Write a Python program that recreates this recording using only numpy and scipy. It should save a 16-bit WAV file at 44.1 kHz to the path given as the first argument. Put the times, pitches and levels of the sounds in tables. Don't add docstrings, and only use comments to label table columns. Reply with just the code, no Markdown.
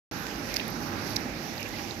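import sys
import numpy as np
from scipy import signal
from scipy.io import wavfile
from scipy.ndimage import uniform_filter1d

SR = 44100
rng = np.random.default_rng(int(sys.argv[2]) if len(sys.argv) > 2 else 0)


def master_out(mix):
    frames = np.transpose(np.atleast_2d(mix))
    ceiling = np.clip(frames, -1, 1)
    pcm = np.round(ceiling * 32767).astype(np.int16)
    wavfile.write(sys.argv[1], SR, pcm)


def ratio_of_db(decibels):
    return 10 ** (np.asarray(decibels, float) / 20)


N = 88200

# pitch_hz [Hz], level_db [dB per Hz]
HISS = [(400, 5.5), (800, 0), (1450, -11.5), (2000, -3.5), (3500, -13), (7000, -17.5), (8300, -16),
        (16000, -18.5)]
FAR_TOP_HZ, CUTOFF_HZ = 15750, 16750


def rms_one(x):
    return x / np.sqrt(np.mean(x ** 2) + 1e-20)


def line(points, at, warp=lambda v: v):
    a, b = np.transpose(points)
    return np.interp(warp(at), warp(a), b)


def drift(rate):
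    r = np.exp(-80 * np.pi * rate / SR)
    steps = rng.standard_normal(N // 40 + 2002)
    slow = signal.lfilter([1], [1, -2 * r, r * r], steps)[2000:]
    return np.interp(np.arange(N) / 40, np.arange(len(slow)), rms_one(slow))


def band(x, low_hz, high_hz):
    edges = [low_hz, min(high_hz, .45 * SR)]
    return signal.sosfilt(signal.butter(2, edges, "band", fs=SR, output="sos"), x)


def top_cut(x, hz):
    return signal.sosfilt(signal.ellip(12, .3, 70, hz, fs=SR, output="sos"), x)


def ring(clicks, hz, t60):
    r, w = ratio_of_db(-60 / (t60 * SR)), 2 * np.pi * hz / SR
    return signal.lfilter([0, np.sin(w)], [1, -2 * r * np.cos(w), r * r], clicks + 1e-18)


def bells(x, rows):
    for hz, width_hz, db in rows:
        g, w = ratio_of_db(db / 2), 2 * np.pi * hz / SR
        q = np.sin(w) * width_hz / hz / 2
        top = [1 + q * g, -2 * np.cos(w), 1 - q * g]
        bottom = [1 + q / g, -2 * np.cos(w), 1 - q / g]
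        x = signal.lfilter(top, bottom, x)
    return x


def water_noise(spectrum, edges, slow_db, fast_db):
    # pitch_hz [Hz], share [0-1]
    likeness = [(60, .9), (380, 0.9), (700, 0.49), (1300, 0), (15000, 0.37)]
    out, together, white = 0, drift(7.6), rng.standard_normal((2, 2, N))
    for k, (low, high) in enumerate(zip(edges, edges[1:])):
        mid, side = band(white[k % 2], low, high)
        hz = np.sqrt(low * high)
        alike = np.clip(line(likeness, hz, np.log), 0, 1)
        flicker_db = slow_db * together + fast_db * drift(6.9)
        gain = ratio_of_db(line(spectrum, hz, np.log) + flicker_db)
        out = out + gain * (np.sqrt(1 + alike) * mid + np.sqrt(1 - alike) * side * [[1], [-1]])
    return rms_one(out)


def running_water():
    # time_s [s], level_db [dB]
    flow = [(.11, -40), (.25, -43), (.4, -39), (.5, -41.5), (.66, -40.5), (.77, -38), (.97, -38.5),
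            (1.12, -37.5), (1.4, -41), (1.6, -43), (1.8, -40.5), (2.0, -42)]
    # pitch_hz [Hz], level_db [dB per Hz]
    roar = [(36, -32), (50, -10), (68, -6), (100, -2), (230, 1), (330, 0.5), (400, -9), (1100, -17)]
    level_db = line(flow, np.arange(N) / SR) - 1
    edges_hz = 28 * 2 ** np.arange(0, 5.7, 1 / 3)
    return ratio_of_db(level_db) * water_noise(roar, edges_hz, slow_db=-0.23, fast_db=0.73)


def patter():
    drops_per_s, drop_cycles, spread_db = 1500, 3.0, 2.6
    sizes = ratio_of_db(spread_db * np.minimum(rng.exponential(1, N), 3.5)) * rng.choice([-1, 1], N)
    clicks = sizes * (rng.random(N) < drops_per_s / SR) * rng.standard_normal((2, N))
    dealt = rng.integers(0, 16, N)
    out = 0
    for k, hz in enumerate(np.geomspace(1200, 15000, 16)):
        gain = ratio_of_db(line(HISS, hz, np.log)) * hz / 1000
        out = out + gain * ring(clicks * (dealt == k), hz, drop_cycles / hz)
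    return rms_one(out)


def rain():
    # time_s [s], level_db [dB]
    shower = [(.11, -45), (.25, -44), (.42, -45.5), (.55, -42), (.7, -45), (.85, -45.5), (.98, -43.5),
              (1.12, -43), (1.3, -45.5), (1.55, -44.5), (1.7, -44), (2.0, -45.5)]
    level_db = line(shower, np.arange(N) / SR) - 3
    far = water_noise(HISS, 400 * 2 ** np.arange(0, 5.8, 1 / 3), slow_db=-0.48, fast_db=1.95)
    return ratio_of_db(level_db) * (far + ratio_of_db(-15) * patter())


def hum():
    # pitch_hz [Hz], level_db [dB]
    tones = [
        (50.5, -51),
        (102.4, -51.5),
        (226, -53.5),
    ]
    width_hz = 6.7
    noise = rng.standard_normal((3, 2 * N))
    noise = noise[0] + 0.83 * noise[1:]
    out = 0
    for hz, db in tones:
        out = out + ratio_of_db(db) * rms_one(ring(noise, hz, 1.7 / width_hz)[:, N:])
    return out


def tyres():
    # time_s [s], level_db [dB]
    passing = [(.11, -52), (.3, -52), (.45, -61), (.7, -57), (.95, -49), (1.15, -55.5), (1.4, -66),
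               (2.0, -82)]
    low_hz, high_hz = 903, 1634
    swish = band(band(rng.standard_normal((2, N)), low_hz, high_hz), low_hz, high_hz)
    return ratio_of_db(line(passing, np.arange(N) / SR) + 1.7 * drift(27)) * rms_one(swish)


def spray():
    # centre_s [s], width_s [s], level_db [dB]
    clouds = [
        (1.09, 0.033, -52),
        (0.25, 0.021, -75),
    ]
    t = np.arange(N) / SR
    level = sum(ratio_of_db(db) * np.exp(-.5 * ((t - s) / width) ** 2) for s, width, db in clouds)
    return level * ratio_of_db(3.0 * drift(60)) * rms_one(band(rng.standard_normal((2, N)), 9000, 15000))


def bursts():
    # start_s [s], peak_db [dB], lowest_hz [Hz], highest_hz [Hz], length_ms [ms]
    big_drops = [(.2672, -33, 700, 13800, 1.3), (0.5394, -29, 4800, 16400, 4.9),
                 (.5614, -26, 1670, 16400, 4.9), (0.5663, -23, 1700, 16400, 2.7),
                 (0.596, -28.5, 1900, 3700, 2), (.5988, -32, 2330, 4000, 4.4),
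                 (0.68, -29.5, 8900, 16400, 2.2), (0.6871, -48, 4600, 6500, 2.2),
                 (1.0990, -46, 10000, 14000, 4), (1.104, -45, 3530, 7500, 5.1),
                 (1.133, -43, 3500, 9000, 3.3), (1.1438, -41, 8500, 13500, 1.8),
                 (1.1605, -26.5, 4000, 14000, 1.8), (1.1627, -29.5, 3900, 6050, 6.3),
                 (1.1640, -29, 2350, 13500, 3.6), (1.4950, -45, 8000, 14200, 2.2),
                 (1.5780, -44, 3900, 4960, 3.8), (1.5930, -41.5, 2220, 2920, 15),
                 (1.6055, -36, 8000, 14200, 2.2), (1.6280, -32.5, 5000, 14300, 2.6),
                 (1.6120, -42, 2200, 2900, 25), (1.6500, -42.5, 2200, 2900, 22),
                 (1.687, -39, 10500, 14500, 1.8), (1.9079, -37, 3170, 4500, 1.9)]
    # pitch_hz [Hz],
    # width_hz [Hz], boost_db [dB]
    puddle = [(2600, 600, 4), (3300, 500, -3), (4270, 250, 3), (4600, 250, 5), (5350, 350, 5),
              (6300, 900, -3), (8500, 4000, -5), (12500, 4000, -2), (16800, 900, -26)]
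    rise, crackle_db, alike, right_db = 0.21, 3, 0.44, -0.5
    out, size, lag = np.zeros((2, N + SR)), 1400, int(.00048 * SR)
    for s, db, low_hz, high_hz, ms in big_drops:
        noise = rng.standard_normal((4, size))
        u = np.arange(size) / SR * 1000 / ms
        shape = np.minimum(u / rise, 1) * np.exp(-2 * u ** 2)
        crackle = ratio_of_db(crackle_db * uniform_filter1d(noise[3], size=16) * 4)
        puff = np.sqrt(alike) * noise[0] + np.sqrt(1 - alike) * noise[1:3]
        puff = puff * crackle * shape
        puff = band(band(puff, low_hz, high_hz), low_hz * .9, high_hz * 1.1)
        limit_hz = CUTOFF_HZ if high_hz > 15300 else FAR_TOP_HZ
        puff = top_cut(bells(puff, puddle), min(1.35 * high_hz, limit_hz))
        puff = ratio_of_db(db) * puff / np.abs(puff).max(axis=1, keepdims=True)
        i = int(s * SR)
        out[0, i:i + size] += puff[0]
        out[1, i + lag:i + lag + size] += ratio_of_db(right_db) * puff[1]
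    return out[:, :N]


def pings():
    # start_s [s], peak_db [dB], pitch_hz [Hz], fade_s [s to fall 60 dB]
    bubbles = [
        (.6995, -42, 12450, .035),
        (1.118, -52, 13300, .015),
        (1.070, -53, 11600, .03),
        (1.735, -46, 2050, .08),
    ]
    out = np.zeros(N)
    t = np.arange(N) / SR
    for s, db, hz, t60 in bubbles:
        u = np.maximum(t - s, 0)
        swell = np.minimum(u / .003, 1)
        out += ratio_of_db(db - 60 * u / t60) * swell * np.sin(2 * np.pi * hz * u)
    return out


def scene():
    far = top_cut(rain() + spray(), FAR_TOP_HZ)
    return running_water() + far + hum() + tyres() + bursts() + pings()


def low_pass(x):
    return signal.sosfilt(signal.butter(12, 16820, fs=SR, output="sos"), x)


def record(dry):
    # pitch_hz [Hz], width_hz [Hz], boost_db [dB]
    left_port = [(1900, 200, 8.5), (610, 320, 4), (3530, 3300, 5), (7100, 1400, 4.5), (9000, 4300, -3),
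                 (15400, 3300, -15)]
    # pitch_hz [Hz], width_hz [Hz], boost_db [dB]
    right_port = [(811, 94, 9), (1627, 446, 6.5), (2470, 2360, 8), (3130, 430, -4.5), (4500, 3280, 6),
                  (5867, 3140, 12.5), (8260, 2750, -10), (9020, 3900, -5), (12200, 4500, 9),
                  (15900, 3000, -11)]
    start_s, low_cut_hz = .1125, 51
    left = ratio_of_db(-0.5) * bells(dry[0], left_port)
    right = ratio_of_db(4.5) * bells(dry[1], right_port)
    x = np.array([left, right])
    x = signal.sosfilt(signal.butter(4, low_cut_hz, "high", fs=SR, output="sos"), x)
    x = top_cut(x * (np.arange(N) > start_s * SR), CUTOFF_HZ)
    return low_pass(x)


dry = scene()
out = record(dry)
master_out(out)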